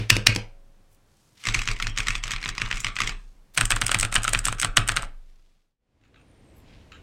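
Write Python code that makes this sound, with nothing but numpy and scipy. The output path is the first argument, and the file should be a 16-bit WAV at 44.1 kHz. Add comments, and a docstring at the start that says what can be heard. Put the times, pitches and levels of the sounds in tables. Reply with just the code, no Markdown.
"""Two hard space-bar taps, then fast typing: first a far, duller keyboard, then a near, clicky one, close-miked.
The typing fades out and a quiet desk fades in: a computer fan, a few soft presses, a thinly whistling mouse.
Clicks are short shaped noise bursts with a scrape before and a room after; the bar, desk and microphone arm
are decaying sines, stirred by the keys. Hush, fan and brushes are coloured noise; the mouse is a fuzzy sine."""
import sys
import numpy as np
from scipy import signal
from scipy.fft import rfft, irfft
from scipy.io import wavfile
from scipy.ndimage import uniform_filter1d

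SR = 44100
rng = np.random.default_rng(int(sys.argv[2]) if len(sys.argv) > 2 else 0)


def bounce(signal):
    """Save signal as a 16-bit WAV file at the path given by the first command-line argument."""
    frames = np.transpose(np.atleast_2d(signal))
    limited = np.clip(frames, -1, 1)
    pcm = np.round(limited * 32767).astype(np.int16)
    wavfile.write(sys.argv[1], SR, pcm)


N = 309582
LEAD = 512  # samples of scrape ahead of each contact

# taps on the space bar: [lands t/s, springs back t/s, relative level/dB]
SPACE_TAPS = [(0.1023, 0.1662, -2), (0.2694, 0.361, -2.5)]
# clacks of the far board: [t/s, relative level/dB, bright snap/dB]
FAR_KEYS = [(1.4381, -34.5, 6), (1.4535, -25.5, 1), (1.4702, -18.5, -0.5), (1.4869, -19, 0),
            (1.5441, -17.5, 4), (1.5483, -17, 0.5), (1.5911, -23, 3), (1.6176, -24, 2), (1.6757, -18, -2),
            (1.6872, -19.5, -4.5), (1.714, -26, 3.5), (1.8005, -23.5, -4), (1.8244, -20.5, 3),
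            (1.8697, -20.5, -3.5), (1.9757, -20, 2), (1.985, -22, 5.5), (2.0035, -21.5, 1),
            (2.0699, -23, 0), (2.0837, -17, 1.5), (2.105, -23, 2), (2.1533, -22, -2.5), (2.2378, -23, 3.5),
            (2.279, -28, -0.5), (2.3078, -24, 4.5), (2.3169, -23.5, 4.5), (2.3362, -24, -4.5),
            (2.3625, -27, -6), (2.4283, -29.5, -0.5), (2.4402, -27, -6), (2.4589, -22.5, -13.5),
            (2.4903, -23, -0.5), (2.5808, -22, -4), (2.618, -17, -2), (2.6608, -30, -6), (2.7131, -19, -4),
            (2.7275, -22, -8), (2.771, -27.5, 6.5), (2.803, -37.5, 24), (2.846, -18.5, -4.5),
            (2.8678, -20.5, -4), (2.9658, -23, -5), (2.9876, -23.5, -1), (3.0038, -17.5, 1),
            (3.018, -18, -2.5), (3.0356, -28, 3), (3.0741, -21.5, 2.5), (3.0938, -25, 0.5)]
# strokes on the near board: [lands t/s, relative level/dB, travel from snap to landing/s]
NEAR_KEYS = [(3.577, -12.5, .002), (3.5832, -16, .003), (3.6118, -12.5, .002), (3.7067, -15, .002),
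             (3.721, -13, .0065), (3.766, -21, 0.0046), (3.819, -14.5, 0.0044), (3.894, -20, .0132),
             (3.9173, -14.5, .002), (3.9464, -12, .002), (4.031, -16.5, .003), (4.0507, -22, 0.0018),
             (4.127, -23.5, 0.0023), (4.1572, -14.5, .004), (4.163, -11.5, .008), (4.25, -21, .007),
             (4.2801, -16.5, .002), (4.335, -17.5, .002), (4.3486, -12.5, 0.016), (4.4674, -20, 0.015),
             (4.4847, -20, .002), (4.5274, -26, 0.0019), (4.6309, -15.5, 0.0077), (4.6477, -16, 0.0019),
             (4.7727, -3.5, 0.0034), (4.8922, -13, 0.0055), (4.9214, -27, 0.0035), (4.9706, -13, 0.006),
             (5.0314, -31, 0.0088)]
# colour of the space bar's clicks: [f/Hz, relative level/dB]
SPACE_TONE = [(150, -15.5), (500, -15), (660, -21), (950, -18.5), (1400, -9.5), (2400, -0.5), (3900, -8),
              (5400, -5), (7000, -13), (8400, -13.5), (10500, -20.5), (16000, -37.5)]
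# the long space bar and its springs ring on: [f/Hz, relative level/dB, t60/s]
BAR_MODES = [(200, 5, .14), (285, 9, .08), (330, 7, .09), (430, 4, .06), (476, -4, .3), (520, -6, .22),
             (556, -25, 1.6), (662, -30, 1.1), (740, -32, 1.5)]
# colour of the room's reflections: [f/Hz, level/dB]
ROOM_TONE = [(150, -0.5), (600, 4.5), (1500, -5), (3500, -5.5), (6000, -9.5), (9000, -10), (15000, -9)]


def gain_of(db):
    """Decibels to an amplitude factor."""
    return 10 ** (np.asarray(db) / 20)


def unit_rms(x):
    """Scales to rms 1."""
    return x / np.sqrt(np.mean(x ** 2) + 1e-20)


def read(points, hz):
    """Reads a table along a log-frequency axis."""
    f, value = np.transpose(points)
    return np.interp(np.log(hz + 1), np.log(f + 1), value)


def curve(rows, axis=1):
    """One column of a timed table, sample by sample."""
    rows = np.array(rows)
    return np.interp(np.arange(N) / SR, rows[:, 0], rows[:, axis])


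def add(mix, s, sound):
    """Mixes a sound in at a time in seconds."""
    part = mix[max(round(s * SR), 0):][:len(sound)]
    part += sound[:len(part)]


def noise(colour_db, size):
    """Noise of rms 1 whose spectrum follows a rule."""
    white = rng.standard_normal(size)
    gain = gain_of(colour_db(np.fft.rfftfreq(size, 1 / SR)))
    return unit_rms(irfft(rfft(white) * gain, size))


def ring(modes, size):
    """Decaying sines of a struck body."""
    t = np.arange(size) / SR
    return sum(gain_of(db - 60 * t / t60) * np.sin(2 * np.pi * hz * t) for hz, db, t60 in modes)


def dying_tap(room_db=-30, t60=0.29, bar_db=-40, thud_db=-20):
    """Room, space bar and desk still ring from an earlier tap."""
    decay_db = -60 * np.arange(N) / SR / t60
    air = noise(lambda hz: read(SPACE_TONE, hz) + read(ROOM_TONE, hz) * 2, N)
    return air * gain_of(room_db + decay_db) + gain_of(bar_db) * ring(BAR_MODES, N) + desk([(0, thud_db)])


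def desk(pushes, shudder_db=-12, shudder_s=0.024):
    """Each push rings the low modes of the desk and its cases, with a short dull shudder."""
    # modes of the desk and the cases on it: [f/Hz, relative level/dB, t60/s]
    desk_modes = [(45, -1, .18), (66, -10, 0.25), (109, 5.5, .27), (123, -5, 0.14), (208, -12, 0.25),
                  (302, -19, 0.27)]
    shudder_tone = [(25, -2.5), (50, -1.5), (200, -5.5), (450, -18.5), (1500, -62)]
    out = np.zeros(N)
    t = np.arange(2 * SR) / SR
    thud = ring(desk_modes, len(t)) * (1 - np.exp(-t / 0.0046))  # a soft onset
    short_t = t[:SR // 3]
    for s, db in pushes:
        shudder = noise(lambda hz: read(shudder_tone, hz), len(short_t))
        add(out, s, gain_of(db) * thud)
        add(out, s, gain_of(db + shudder_db) * shudder * np.exp(-short_t / shudder_s))
    return out


def hush():
    """The quiet bed under the typing: steady coloured noise."""
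    # spectrum of the bed: [f/Hz, relative level/dB]
    hush_tone = [(29, -35), (50, -4), (98, -1.5), (461, -14.5), (559, -14.5), (601, -17), (746, -16.5),
                 (2620, -25), (8750, -31), (16000, -39.5)]
    return gain_of(-58.5) * noise(lambda hz: read(hush_tone, hz), N)


def fan():
    """The computer fan: a steady, mostly low noise."""
    # spectrum of the fan: [f/Hz, relative level/dB]
    fan_tone = [(12, -30), (20, -2), (113, -5.5), (182, -13), (301, -11.5), (357, -18), (459, -17),
                (1330, -30.5), (2200, -29.5), (8890, -44.5), (16000, -59)]
    return gain_of(-51.5) * noise(lambda hz: read(fan_tone, hz), N)


def minimum_phase(gain):
    """The sharpest-starting impulse response with this magnitude."""
    log_gain = np.log(np.maximum(gain, 1e-6))
    circle = np.r_[log_gain, log_gain[-2:0:-1]]
    return np.fft.ifft(np.exp(np.conj(signal.hilbert(circle)))).real


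def room(x, build_s=0.014):
    """Sparse reflections build up after the direct sound; the high treble dies first."""
    # reverberation: [f/Hz, t60/s]
    room_t60 = [(150, 0.43), (500, .27), (1400, 0.31), (3600, 0.25), (8000, .21), (15000, 0.13)]
    size = SR // 2
    taps = rng.standard_normal(size) * (rng.random(size) < 5000 / SR)  # about 5000 reflections a second
    taps *= 1 - np.exp(-(np.arange(size) / SR / build_s) ** 2)
    hz, t, z = signal.stft(taps, SR, nperseg=256)
    z = z * gain_of(-60 * t / read(room_t60, hz)[:, None])
    plain = signal.istft(z, SR, nperseg=256)[1]
    tail = signal.istft(z * gain_of(read(ROOM_TONE, hz))[:, None], SR, nperseg=256)[1]
    return signal.fftconvolve(x, tail / np.linalg.norm(plain))[:N]


def click(tone, knock_db, snap_db, ring_s, ring_db, case_db, slide_db, uneven_db,
          slide_s=0.0035, case_s=0.0082, size=2048):
    """A stem scrapes along its guide, then plastic meets plastic: a contact and a dense short ring."""
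    t = (np.arange(size) - LEAD) / SR
    hz = np.fft.rfftfreq(size, 1 / SR)
    cap, case, slide, shape = rng.standard_normal((4, size))
    age = np.maximum(t, 0)
    # a bright snap of the switch buzzes up and down; a dull landing is one sharp contact
    buzz = np.clip(0.5 + snap_db / 25, .05, 1)
    cap_envelope = np.exp(-age / ring_s) * (1 - np.exp(-age / (buzz * ring_s)))
    blow = gain_of(ring_db) * unit_rms(cap * cap_envelope)
    blow += gain_of(case_db) * unit_rms(case * np.exp(-age / case_s) * (t > 0))
    blow += gain_of(slide_db) * unit_rms(slide * np.exp(-abs(t) / slide_s) * (t < 0))
    blow[LEAD] += 2 * (1 - buzz) ** 2 * np.sqrt(size)
    spectrum = rfft(blow)
    spectrum /= np.sqrt(uniform_filter1d(abs(spectrum) ** 2, size=50))  # flattened before colouring
    # every click has resonances of its own, within the broad colour of its board
    own_db = uneven_db * unit_rms(uniform_filter1d(shape[:len(hz)], size=24))
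    tilt_db = read([(1000, knock_db), (1900, 0), (4000, 0.0013), (7500, snap_db)], hz)
    colour = unit_rms(gain_of(read(tone, hz * rng.uniform(0.98, 1.05)) + own_db))
    colour = colour * gain_of(tilt_db) * hz / np.hypot(hz, 120)  # less bass below 120 Hz
    sound = irfft(spectrum * rfft(minimum_phase(colour))) * np.sqrt(.005 * SR)
    return sound * signal.windows.tukey(size, .2)


def keys(contacts, tone, level_db, wet_db, rattle_db, before_s, after_s, count=6, **body):
    """Clicks, the weak ticks of fingertips and loose keycaps around each, and the room's answer."""
    direct, outward = np.zeros((2, N))
    rattles = [click(tone, -snap_db, snap_db, **body) for snap_db in np.linspace(-10, 6, num=24)]
    usual_db = np.mean([row[1] for row in contacts])
    for s, db, knock_db, snap_db in contacts:
        start = s - LEAD / SR
        for path in (direct, outward):  # the fine colour differs with direction
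            add(path, start, gain_of(db + level_db) * click(tone, knock_db, snap_db, **body))
        for when, weakness, which in rng.random((count, 3)):
            # loose parts rattle nearly as much under a light stroke as under a hard one
            tick_db = (db + usual_db) / 2 + rattle_db - 10 * weakness
            tick = gain_of(tick_db) * rattles[int(which * len(rattles))]
            add(direct, start - before_s + when * (before_s + after_s), tick)
    return direct + gain_of(wet_db) * room(outward)


def contact(s, db, knock_db, snap_db):
    """One meeting of two parts of a key: its time, level, hollow knock and bright snap."""
    return s, db, knock_db, snap_db


def space_bar_contacts(down_s=.0034, up_s=.0115):
    """Each tap: the switch snaps, the bar lands, the switch snaps back, the bar hits its top stop."""
    parts = []
    for lands, back, db in SPACE_TAPS:
        parts += [contact(lands - down_s, db - 16, knock_db=8.5, snap_db=6),
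                  contact(lands, db, knock_db=-1.5, snap_db=-2.5),
                  contact(back - up_s, db - 29, knock_db=-3.5, snap_db=6),
                  contact(back, db - 17.0, knock_db=10.5, snap_db=3.0)]
    return parts


def space_bar():
    """The clicks of the space bar, with faint loose ticks close around each."""
    return keys(space_bar_contacts(), SPACE_TONE, level_db=3.5, wet_db=-8, rattle_db=-17.0, before_s=.007,
                after_s=.005, ring_s=.0011, ring_db=5.5, case_db=-8.5, slide_db=-20, uneven_db=2.0)


def bar_ring(press_db=-40, release_db=-28):
    """The space bar rings when it lands, and more when it springs back."""
    out, sound = np.zeros(N), ring(BAR_MODES, 2 * SR)
    for lands, back, _ in SPACE_TAPS:
        add(out, lands, gain_of(press_db) * sound)
        add(out, back, gain_of(release_db) * sound)
    return out


def bar_pushes(lag_s=.013, press_db=-12.5, release_db=-22):
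    """The space bar pushes the desk as it lands, and less as it springs back: (s, dB)."""
    pushes = []
    for lands, back, db in SPACE_TAPS:
        pushes += [(lands + lag_s, db + press_db), (back + lag_s / 2, db + release_db)]
    return pushes


def arm_sway(pushes, level_db, lag_s=0.05, per_db=.5):
    """Each push on the desk sets the microphone arm swinging a moment later."""
    # slow modes of the arm: [f/Hz, relative level/dB, t60/s]
    arm_modes = [(23.2, -29, 1.6), (31, -24.5, 0.77)]
    out, swing = np.zeros(N), gain_of(level_db) * ring(arm_modes, 2 * SR)
    for (s, db), lag in zip(pushes, rng.random(len(pushes))):
        add(out, s + lag * lag_s, gain_of(per_db * db) * swing)
    return out


def brushes(grain_db=3):
    """Soft, grainy swishes of hands, sleeve and mouse: band noise under a bell-shaped envelope."""
    # swishes: [centre t/s, half length/s, level/dB, centre f/Hz, half width at -4 dB/octaves]
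    swishes = [(0.934, 0.059, -68, 8940, 1), (1.268, 0.32, -69, 5500, 0.73),
               (1.425, 0.098, -53.5, 2873, 0.99), (3.177, 0.3, -70, 4980, 0.56),
               (3.552, 0.019, -47, 3900, 2.1), (5.35, 0.46, -74, 2950, 0.916),
               (6.585, 0.058, -67.5, 11500, 0.26), (6.739, 0.14, -60, 2460, 0.69)]
    out = np.zeros(N)
    for s, half_s, db, centre_hz, octaves in swishes:
        size = 2 * int(half_s * SR)
        swish = noise(lambda hz: -np.minimum(4 * (np.log2((hz + 1) / centre_hz) / octaves) ** 2, 40), size)
        wander = unit_rms(uniform_filter1d(rng.standard_normal(size), size=200))
        grain = gain_of(grain_db * wander)
        add(out, s - half_s, gain_of(db) * unit_rms(swish * grain) * np.hanning(size))
    return out


def plain_contacts(rows, knock_db, knock_per_snap):
    """A plain switch gives one clack; the brighter its snap, the less hollow its knock."""
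    return [contact(s, db, knock_db - knock_per_snap * snap_db, snap_db) for s, db, snap_db in rows]


def fidgets(rows, per_s, level_db, spread_db=3, snap_db=4):
    """All through a run of typing, fingers touch and leave keycaps between the strokes."""
    first, last = rows[0][0], rows[-1][0]
    times = np.arange(first, last - 1 / per_s, 1 / per_s)
    draws = rng.random((len(times), 3))
    return [contact(s + late / per_s, level_db + spread_db * (2 * force - 1), 0, snap_db * 2 * bright)
            for s, (late, force, bright) in zip(times, draws)]


def far_board():
    """The duller board: single clacks, with light touches between them."""
    # colour of its clicks: [f/Hz, relative level/dB]
    far_tone = [(150, -5.5), (550, -23.5), (850, -19.5), (1150, -6), (1600, -6), (2200, 0.5), (3000, -4),
                (4200, -10), (5800, -11), (7500, -14.5), (8250, -15.5), (9600, -27), (16000, -44)]
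    clacks = plain_contacts(FAR_KEYS, knock_db=0.0, knock_per_snap=0.34)
    return keys(clacks + fidgets(FAR_KEYS, per_s=12, level_db=-38), far_tone,
                level_db=4.5, wet_db=-8.0, rattle_db=-6.0, before_s=.012, after_s=.03,
                ring_s=0.0011, ring_db=-2.0, case_db=-7.5, slide_db=-17.5, uneven_db=3.5)


def springs(clatter, level_db, hz, width_hz, t60):
    """The springs of a board, all nearly alike, ring thinly on after the clicks."""
    t = np.arange(SR // 2) / SR
    ping = noise(lambda f: -20 * np.log10(1 + ((f - hz) / width_hz) ** 2), len(t)) * gain_of(-60 * t / t60)
    return gain_of(level_db) * signal.fftconvolve(clatter, ping / np.linalg.norm(ping))[:N]


def hand_pushes(hand_s=.05, lag_s=.008, thud_db=-16.5, thud_per_db=0.58):
    """The hardest landing within hand_s pushes the desk a moment later, more when harder: (s, dB)."""
    # how heavily the hands come down on the desk: [t/s, level/dB]
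    weight = [(1.48, 4.5), (1.6, -1), (2.05, -1.5), (2.25, -7), (2.55, -0.5), (2.8, -8), (2.95, 2),
              (3.02, -5), (3.1, -14), (3.6, -1), (3.95, 1), (4.35, -3), (4.8, 0), (5.05, -11)]
    landings = [row[:2] for row in FAR_KEYS + NEAR_KEYS]
    pushes = []
    for s, db in landings:
        if all(db >= other_db for other_s, other_db in landings if abs(other_s - s) < hand_s):
            weight_db = np.interp(s, *np.transpose(weight))
            pushes.append((s + lag_s, thud_db + thud_per_db * db + weight_db))
    return pushes


def clicky_contacts(leaf_db=-13, leaf_per_db=.75, hollow_per_db=0.68, rebound_s=.007, rebound_db=-11):
    """A clicky switch snaps brightly, the key lands (hollower when soft) and rebounds; lone snaps fall between."""
    # lone bright snaps of the switches: [t/s, relative level/dB]
    lone_snaps = [(3.654, -23), (3.865, -21.5), (3.9874, -28.5), (3.9979, -22.5), (4.0099, -24.5),
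                  (4.141, -25.5), (4.2326, -29), (4.2427, -29), (4.2917, -28), (4.3901, -27), (4.4535, -21),
                  (4.4741, -30), (4.5988, -24), (4.615, -23.5), (4.877, -29)]
    usual_db = np.mean([db for _, db, _ in NEAR_KEYS])
    parts = []
    for s, db, travel in NEAR_KEYS:
        parts += [contact(s - travel, leaf_db + leaf_per_db * db, knock_db=4, snap_db=10.5),
                  contact(s, db, knock_db=1 - hollow_per_db * (db - usual_db), snap_db=-10),
                  contact(s + rebound_s, db + rebound_db, knock_db=6, snap_db=-11.5)]
    return parts + [contact(s, db, knock_db=-12, snap_db=12.0) for s, db in lone_snaps]


def near_board():
    """The clicky board: snap, landing and rebound, with light touches between them."""
    # colour of its clicks: [f/Hz, relative level/dB]
    near_tone = [(150, -5), (450, -16), (750, -7.5), (950, -11), (1300, 2.5), (2100, -1), (2900, -0.5),
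                 (4400, -8.5), (7000, -9.5), (7800, -9), (8350, -3), (9200, -12), (11500, -24.5),
                 (16000, -35.5)]
    return keys(clicky_contacts() + fidgets(NEAR_KEYS, per_s=10, level_db=-36.5), near_tone,
                level_db=3.5, wet_db=-12, rattle_db=-11.5, before_s=0.012, after_s=0.027,
                ring_s=0.00098, ring_db=2.5, case_db=-11.0, slide_db=-14, uneven_db=3.0)


def typing_desk():
    """The space bar, the two boards, and the desk and microphone arm that they shake."""
    far = far_board()
    pings = springs(far, level_db=-29, hz=8200, width_hz=160, t60=.5)
    hands, thumps = hand_pushes(), bar_pushes()
    thuds = desk(hands, shudder_db=-8, shudder_s=0.049) + desk(thumps)
    sway = arm_sway(hands, level_db=15) + arm_sway(thumps, level_db=5)
    return space_bar() + bar_ring() + dying_tap() + far + near_board() + pings + thuds + sway + hush()


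def soft_presses():
    """A few soft clacks at the quiet desk, with a longer, stronger ring."""
    # presses: [t/s, relative level/dB, bright snap/dB]
    presses = [(6.012, -74, 2), (6.036, -66.5, -2), (6.143, -61, -13), (6.16, -60, -12), (6.919, -47, -3),
               (6.929, -53.5, -7)]
    # colour of their clicks: [f/Hz, relative level/dB]
    soft_tone = [(200, -21), (800, -25), (1300, 0.5), (2000, -2), (2800, 4), (3200, -8), (3900, -2.5),
                 (5000, -17), (7500, -8.5), (8300, -33), (16000, -30)]
    return keys(plain_contacts(presses, knock_db=-2, knock_per_snap=0.7), soft_tone,
                level_db=4.0, wet_db=1.5, rattle_db=-3.5, before_s=0.00104, after_s=0.055,
                ring_s=.003, ring_db=15, case_db=-9, slide_db=-8.5, uneven_db=2.0)


def mouse_whistle(width_hz=70):
    """The mouse feet cross the weave of the mat: a fuzzy, broken line that glides up, then down."""
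    # whistle: [t/s, f/Hz, level/dB]
    glide = [(6.16, 8300, -80), (6.255, 9100, -82), (6.285, 9330, -76), (6.325, 9300, -76),
             (6.355, 8820, -78), (6.42, 8750, -78), (6.56, 7860, -76), (6.7, 6940, -86.5)]
    t = np.arange(N) / SR
    grip = noise(lambda hz: -20 * np.log10(1 + (hz / width_hz) ** 2), N)  # slow noise breaks up the tone
    moving = (t > glide[0][0]) & (t < glide[-1][0])
    tone = np.sqrt(2) * np.sin(2 * np.pi * np.cumsum(curve(glide)) / SR)
    return moving * grip * gain_of(curve(glide, axis=2)) * tone


def scene():
    """The typing desk fades out and the fan fades in; brushes, soft presses and mouse bypass the faders."""
    # fader of the typing desk: [t/s, gain]
    fade_out = [(5.1, 0.53), (5.5, 0.22), (5.78, 0)]
    # fader of the fan: [t/s, gain]
    fade_in = [(5.78, 0.013), (6, 0.2), (6.2, 0.52), (6.7, 1)]
    typing = typing_desk() * curve(fade_out)
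    air = fan() * curve(fade_in)
    return (typing + brushes() + air + soft_presses() + mouse_whistle())[None]


def record(dry):
    """Peaks beyond full scale clip as the input overloads; then a steep low-pass limits the band."""
    edge_hz = 16100
    clipped = np.clip(dry, -1, 1)
    low_pass = signal.firwin(511, edge_hz, window=("kaiser", 9), fs=SR)
    return signal.oaconvolve(clipped, low_pass[None], "same")


dry = scene()
out = record(dry)
bounce(out)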